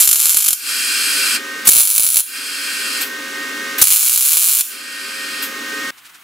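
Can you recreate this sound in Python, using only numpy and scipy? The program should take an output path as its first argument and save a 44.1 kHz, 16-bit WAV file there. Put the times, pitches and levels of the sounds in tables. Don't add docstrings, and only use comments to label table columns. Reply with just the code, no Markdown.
import sys
import numpy as np
from scipy import signal
from scipy.fft import rfft, irfft, next_fast_len
from scipy.io import wavfile
from scipy.ndimage import uniform_filter1d

SR = 44100
rng = np.random.default_rng(int(sys.argv[2]) if len(sys.argv) > 2 else 0)


def put_to_file(sound):
    columns = np.atleast_2d(sound).T
    safe = np.clip(columns, -1, 1)
    whole_steps = np.round(safe * 32767)
    wavfile.write(sys.argv[1], SR, whole_steps.astype(np.int16))


N = 274743
TIME = np.arange(N) / SR
SIDES = np.array([[1], [-1]])

# frequency_hz, likeness (0 to 1)
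STEREO_LIKENESS = [(60, 0.65), (290, 0.95), (700, 0.76), (1500, 0.78), (3000, 0.53), (6800, 1),
                   (15000, 0.75)]
# frequency_hz, level_db
ROOM_TONE_COLOUR = [(24, -61), (40, -26), (301, -11.5), (522, -24), (1190, -5), (1490, -4), (1680, -6),
                    (3060, -8), (5300, -17.5), (15500, -15)]
# frequency_hz, level_db
SPRAY_COLOUR = [(100, -31), (800, -9), (1500, 1), (3000, 1), (6000, -2.5), (11000, -5), (16000, -13)]
# centre_s, half_width_s, level_db
SPRAY_PUFFS = [(5.986, 0.01, -40.5), (6.062, 0.012, -38), (6.099, 0.0059, -43), (6.152, 0.0098, -40.5),
               (6.235, 0.033, -52)]

# frequency_hz, level_db
FAN_COLOUR = [(30, -44), (90, -23), (150, -26.5), (230, -4), (290, -2), (345, -19), (410, -2.5), (500, -12),
              (780, -15), (1100, -7.5), (1600, -5), (2800, -5), (6000, -10.5), (16000, -20.5)]
# centre_hz, width_hz, gain_db
CASING_RESONANCES = [(323, 98, 8.5), (386.5, 16, 6.5), (1490, 92, 4), (1635, 30, 10.5), (2110, 23, 4.5),
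                     (2750, 80, 4)]
# pitch_hz, level_db
FAN_TONES = [(542, -44.5), (1084, -48.5), (1238.6, -38.5), (1548.3, -33.5), (1858, -31.5), (2167.6, -42),
             (2477, -46)]
# frequency_hz, left_minus_right_db
FAN_BALANCE = [(60, -2), (380, -1.5), (700, 3.5), (1290, 2), (2380, -3), (4400, -0.5), (15000, -.5)]
# time_s, gain_db
FAN_SWELL = [(1.5, -0.5), (3.5, -0.25), (5.5, 0.1), (5.88, 1.5)]

# frequency_hz, level_db
GAS_COLOUR = [(60, -59.5), (700, -30.5), (1100, -13), (1450, -3), (2000, -8), (2500, -2), (3700, -8.5),
              (4700, -1), (6200, -8), (8100, -5), (11300, -9), (12500, -11.5), (16000, -16)]
# centre_hz, width_hz, gain_db
NOZZLE_RESONANCES = [(1550, 280, 7), (2402, 170, 7.5), (2725, 90, 9), (3214, 190, 9.5), (4170, 220, 7.5),
                     (4680, 70, 5), (4980, 110, 7.5), (5280, 80, 6), (5460, 130, -4), (7280, 160, 5),
                     (7600, 130, -5), (8150, 400, 7.5), (9680, 210, 5.5), (10480, 220, 7), (11460, 260, 7)]
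# frequency_hz, level_db
SPURT_COLOUR = [(100, -38), (1000, -9.5), (2500, -2.5), (6000, -7.5), (11000, -3.5), (13000, 3),
                (16000, -7)]
# start_s, length_s, level_db, fade_s
VALVE_SPURTS = [(1.65, 0.027, -14, 0.033), (3.007, 0.011, -14.5, 0.036), (3.779, 0.02, -14.5, 0.041),
                (5.421, 0.0092, -15.5, 0.034)]

# arc_on_s, arc_off_s, first_snap_period_s, last_snap_period_s, gas_level_db
TACK_WELDS = [(0, 0.529, 0.0064, .007, -7), (1.701, 2.204, 0.0055, .0107, -11.5),
              (3.835, 4.615, .0061, .0064, -15.5)]
# frequency_hz, level_db
ARC_COLOUR = [(40, -36), (300, -27), (700, -27), (1400, -11), (1900, -19), (2500, -9.5), (5000, -8),
              (7500, -2), (8700, -4.5), (10000, 2.5), (11500, -4), (13000, 2), (16000, -1)]
# centre_hz, width_hz, gain_db
STEEL_RESONANCES = [(2305, 140, 5.5), (2776, 80, 3.5), (3146, 90, 3.5), (4260, 780, 4.5), (5680, 160, 3.5),
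                    (6590, 95, 4.5), (7334, 240, 7), (7900, 280, 3.5), (8230, 70, 3.5), (9520, 110, 8),
                    (9715, 120, 6.5), (10130, 200, 2), (10470, 300, 9), (11750, 400, -4), (12680, 340, 7),
                    (13300, 250, -3), (13800, 600, 2)]
# centre_hz, width_hz, gain_db
TORCH_SHADING = [
    [(13000, 290, 4.5), (15500, 940, -11.5)],
    [(10000, 420, 7), (13400, 450, 2.5)],
    [(436, 240, -4.5), (15900, 470, -1)],
]
# delay_s, level_db
STEEL_ECHOES = [(.00038, -15), (.00082, -17.5), (.00135, -19), (.0017, -6.5), (.00235, -14), (.0035, -9),
                (.0054, -10)]
# start_s, length_s, level_db
WIRE_STRIKES = [(0, 0.0094, -28), (1.671, 0.0017, -51), (1.674, 0.0077, -40), (1.688, 0.0069, -27.5),
                (3.8146, 0.0037, -52), (3.821, 0.0067, -37)]
# time_s, level_db
CRACKLE_CURVES = [
    [(0, -0.5), (.055, -11), (.075, -28), (.15, -15), (.24, -12), (.35, -12.5), (.38, -36), (.53, -42)],
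    [(1.70, -9), (1.80, -6), (1.85, -13.5), (1.91, -12), (1.94, -16), (1.99, -11), (2.06, -9), (2.11, -15),
     (2.18, -8.5)],
    [(3.84, -27), (3.885, -17), (3.905, -7), (3.98, -12.5), (4.07, -18), (4.15, -13.5), (4.27, -14),
     (4.33, -8.5), (4.36, -12.5), (4.49, -10.5), (4.61, -15)],
]
# time_s, crack_db, thump_db
DROP_POPS = [(.0094, -4, -14), (0.0166, -7, -7), (.0746, -1.5, -6), (0.0899, -2.5, 8.5), (.1125, -2, 1.5),
             (0.1292, -2, 4), (.1449, -11, -16), (.1578, -7, -11), (.2004, -7, -15), (0.256, -5.5, 1),
             (0.2941, -4, 1), (0.3447, -7, -2), (0.3509, -18, 2), (0.3699, -2.5, -20), (0.4849, -4.5, 5),
             (0.5065, -9, -3), (0.5303, -6.5, 2), (1.6894, -8, -3), (1.7179, -2.5, -1), (1.7665, -2.5, 5),
             (1.8054, -2, -24), (1.9796, -3, -8), (1.9963, -6.5, 3), (2.0052, -9, 1), (2.0458, -9.5, 1),
             (2.1584, -9, -1), (2.169, -1, 1), (2.1886, -9, -1), (2.2044, -11.5, -4), (3.8404, -12, -28),
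             (3.8535, -12.5, -18), (3.8711, -7, -13), (3.8818, -7, -9), (3.923, -3.5, 6), (3.9333, -4.5, 3),
             (4.16, -11, -12), (4.2926, -10.5, -29), (4.3696, -4.5, 2.5), (4.6093, -10, -10)]

ARC_DB, FAN_AIR_DB, FAN_TONES_DB, ROOM_TONE_DB = 30, -25.5, 2.0, -43.5
POP_THUMP_TRIM_DB, SNAP_THUMP_DB = -1.5, -6.5
SCENE_CUT_S = 5.908


def from_db(db):
    return 10 ** (np.asarray(db) / 20)


def at_hz(points, hz):
    f, value = np.transpose(points)
    return np.interp(np.log(np.maximum(hz, 1)), np.log(f), value)


def colour(spectrum, resonances, hz):
    peaks_db = sum(db / (1 + (2 * (hz - centre) / width) ** 2) for centre, width, db in resonances)
    return from_db(at_hz(spectrum, hz) + peaks_db)


def drift(rate_hz):
    knots = rng.standard_normal(N // 100)
    return np.interp(TIME * rate_hz, np.arange(len(knots)), knots)


def smooth(x, seconds):
    pole = np.exp(-1 / (seconds * SR))
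    return signal.lfilter([1 - pole], [1, -pole], x, zi=[pole * x[0]])[0]


def clicks(times, db):
    out = np.zeros(N)
    np.add.at(out, np.round(np.abs(times) * SR).astype(int), from_db(db))
    return out


def unit_power(x):
    return x / np.sqrt(np.mean(x ** 2) + 1e-20)


def air_noise(spectrum, resonances=(), balance=None):
    size = next_fast_len(N)
    hz = np.fft.rfftfreq(size, 1 / SR)
    mid, side = rfft(rng.standard_normal((2, size)))
    alike = np.clip(at_hz(STEREO_LIKENESS, hz), 0, 1)
    pair = np.sqrt(1 + alike) * mid + np.sqrt(1 - alike) * side * SIDES
    if balance:
        pair = pair * from_db(SIDES * at_hz(balance, hz) / 2)
    return unit_power(irfft(pair * colour(spectrum, resonances, hz), size)[:, :N])


def spray_can():
    puffs = sum(from_db(db) * np.exp(-.5 * ((TIME - centre) / half_width) ** 2)
                for centre, half_width, db in SPRAY_PUFFS)
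    return puffs * air_noise(SPRAY_COLOUR) + from_db(ROOM_TONE_DB) * air_noise(ROOM_TONE_COLOUR)


def fan(speed_wobble, waver_db):
    clock = np.cumsum(1 + speed_wobble * drift(9)) / SR
    tones = 0
    for hz, db in FAN_TONES:
        phase = rng.uniform(0, 2 * np.pi) + 0.32 * SIDES
        level_db = db + waver_db * drift(14) + at_hz(FAN_BALANCE, hz) * SIDES / 2
        tones = tones + np.sqrt(2) * from_db(level_db) * np.sin(2 * np.pi * hz * clock + phase)
    air = air_noise(FAN_COLOUR, CASING_RESONANCES, FAN_BALANCE)
    swell = from_db(np.interp(TIME, *np.transpose(FAN_SWELL)))
    return swell * (from_db(FAN_TONES_DB) * tones + from_db(FAN_AIR_DB) * air)


def gas_flow_db(rise_s=.035, post_flow_s=0.8304, sag_db_per_s=4.5, shut_db_per_s=360):
    flows = []
    for start, end, _, _, db in TACK_WELDS:
        opening = 20 * np.log10(np.clip((TIME - start) / rise_s, 1e-5, 1))
        sag = sag_db_per_s * np.maximum(TIME - end, 0)
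        shut = shut_db_per_s * np.clip(TIME - end - post_flow_s, 0, .5)
        flows.append(db + opening - sag - shut)
    return np.max(flows, axis=0)


def shielding_gas(flutter_db, brightening, split_hz, neutral_flow_db):
    flow_db = gas_flow_db() + flutter_db * drift(40)
    jet = air_noise(GAS_COLOUR, NOZZLE_RESONANCES)
    body = signal.sosfiltfilt(signal.butter(2, split_hz, fs=SR, output="sos"), jet)
    treble = (jet - body) * from_db(brightening * (flow_db - neutral_flow_db))
    spurts = 0
    for start, length, db, fade in VALVE_SPURTS:
        attack = np.clip((TIME - start) / 0.0048, 0, 1)
        release = np.exp(-np.maximum(TIME - start - length, 0) / fade)
        spurts = spurts + from_db(db) * attack * release
    return from_db(flow_db) * (body + treble) + spurts * air_noise(SPURT_COLOUR)


def snap_response(shading, scatter_db, scatter_t60_s, room_db, room_t60_s, width, skew_s, dispersion_s):
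    size = 2 ** 15
    t, hz = np.arange(size) / SR, np.fft.rfftfreq(size, 1 / SR)
    paths = np.ones((2, len(hz)), complex)
    for k, (delay, db) in enumerate(STEEL_ECHOES):
        paths += from_db(db) * np.exp(-2j * np.pi * hz * (delay + (-1) ** k * SIDES * skew_s))
    for db, t60 in (scatter_db, scatter_t60_s), (room_db, room_t60_s):
        mid, side = rng.standard_normal((2, size))
        tail = (mid + width * side * SIDES) * from_db(-60 * t / t60)
        paths += from_db(db) * rfft(unit_power(tail)) / np.sqrt(size)
    path_colour = np.sqrt(uniform_filter1d(np.mean(np.abs(paths) ** 2, axis=0), size=150))
    treble_fall = 1 / np.sqrt(1 + (hz / 17000) ** 24)
    tone = colour(ARC_COLOUR, STEEL_RESONANCES + shading, hz) * treble_fall / path_colour
    cepstrum = irfft(np.log(tone))
    cepstrum[1:size // 2] *= 2
    cepstrum[size // 2 + 1:] = 0
    ring = np.exp(rfft(cepstrum))
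    lag = np.exp(-2j * np.pi * dispersion_s * hz ** 2 / SR)
    snap = np.roll(irfft(paths * lag * ring), 12, axis=1)[:, :size // 2]
    return snap / np.sqrt(np.mean(snap[:, :round(.003 * SR)] ** 2))


def crackle(weld, curve, spread_db=2.5, jitter=.24, thump_spread_db=5.5, clear_s=.0055, count=200):
    start, end, first_period, last_period, _ = weld
    wait, weight = rng.standard_normal((2, count))
    slowing = (last_period - first_period) / (end - start)
    periods = first_period * np.exp(np.minimum(slowing * np.arange(count), 2))
    times = start + np.cumsum(periods * np.exp(jitter * wait))
    crack_db = np.interp(times, *np.transpose(curve)) + spread_db * wait
    thump_db = crack_db + SNAP_THUMP_DB + thump_spread_db * weight
    nearest_pop_s = np.abs(times[:, None] - np.array(DROP_POPS)[:, 0]).min(axis=1)
    keep = (times < end) & (nearest_pop_s > clear_s)
    return times[keep], crack_db[keep], thump_db[keep]


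def wire_stutter(start_s=.3652, end_s=.49, period_s=.01925, pair_gap_s=.0048, level_db=-11.5):
    times = np.arange(start_s, end_s, period_s)
    return clicks(np.concatenate([times, times + pair_gap_s]), level_db)


def arc(sizzle_db, thump_cutoff_hz):
    pop_times, pop_db, pop_thump_db = np.transpose(DROP_POPS)
    stutter = wire_stutter()
    kicks = clicks(pop_times, pop_db) + stutter
    thump_kicks = clicks(pop_times, pop_thump_db + POP_THUMP_TRIM_DB) + from_db(SNAP_THUMP_DB) * stutter
    noise = rng.standard_normal(N)
    for start, length, db in WIRE_STRIKES:
        kicks += from_db(db) * noise * (TIME > start) * (TIME < start + length)
    cracks = 0
    for weld, curve, shading in zip(TACK_WELDS, CRACKLE_CURVES, TORCH_SHADING):
        start, end = weld[:2]
        times, crack_db, thump_db = crackle(weld, curve)
        thump_kicks += clicks(times, thump_db)
        drive = kicks * (TIME > start - .5) * (TIME < end + .5) + clicks(times, crack_db)
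        drive += from_db(sizzle_db) * noise * (TIME > start) * (TIME < end)
        snap = snap_response(shading, scatter_db=0.0, scatter_t60_s=0.031, room_db=-5.0, room_t60_s=0.26,
                             width=0.31, skew_s=.000005, dispersion_s=0.0004095)
        cracks = cracks + signal.oaconvolve(drive[None], snap, axes=1)[:, :N]
    thumps = signal.sosfilt(signal.butter(2, thump_cutoff_hz, fs=SR, output="sos"), thump_kicks + 1e-18)
    return from_db(ARC_DB - .4 * SIDES) * (cracks - thumps)


def scene():
    bench = arc(sizzle_db=-44.5, thump_cutoff_hz=1050) + fan(speed_wobble=0.00127, waver_db=2.5)
    bench += shielding_gas(flutter_db=0.03, brightening=0.66, split_hz=4300.0, neutral_flow_db=-11.0)
    at_bench = np.clip((SCENE_CUT_S - TIME) / .003, 0, 1)
    return at_bench * bench + (1 - at_bench) * spray_can()


def gain_control(x, threshold_db, range_db, attack_s, release_db_per_s, memory_s, memory_share):
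    power = uniform_filter1d(np.mean(x ** 2, axis=0), size=64)
    level_db = 10 * np.log10(np.maximum(power, 1e-12))
    excess_db = np.where(TIME < .01, range_db, level_db - threshold_db)
    release_db = release_db_per_s * TIME
    held_db = np.maximum.accumulate(excess_db + release_db) - release_db
    fast_db = smooth(np.clip(held_db, 0, range_db), attack_s)
    slow_db = memory_share * smooth(fast_db * (TIME > 0), memory_s)
    return x * from_db(-np.maximum(fast_db, slow_db))


def record(dry):
    levelled = gain_control(dry, threshold_db=-8.5, range_db=31.0, attack_s=0.0088,
                            release_db_per_s=148.0, memory_s=0.6, memory_share=0.65)
    clipped = np.clip(levelled, -1, 0.967)
    high_cut = signal.firwin(301, cutoff=15750, fs=SR)
    return signal.fftconvolve(clipped, high_cut[None], mode="same", axes=1)


dry = scene()
out = record(dry)
put_to_file(out)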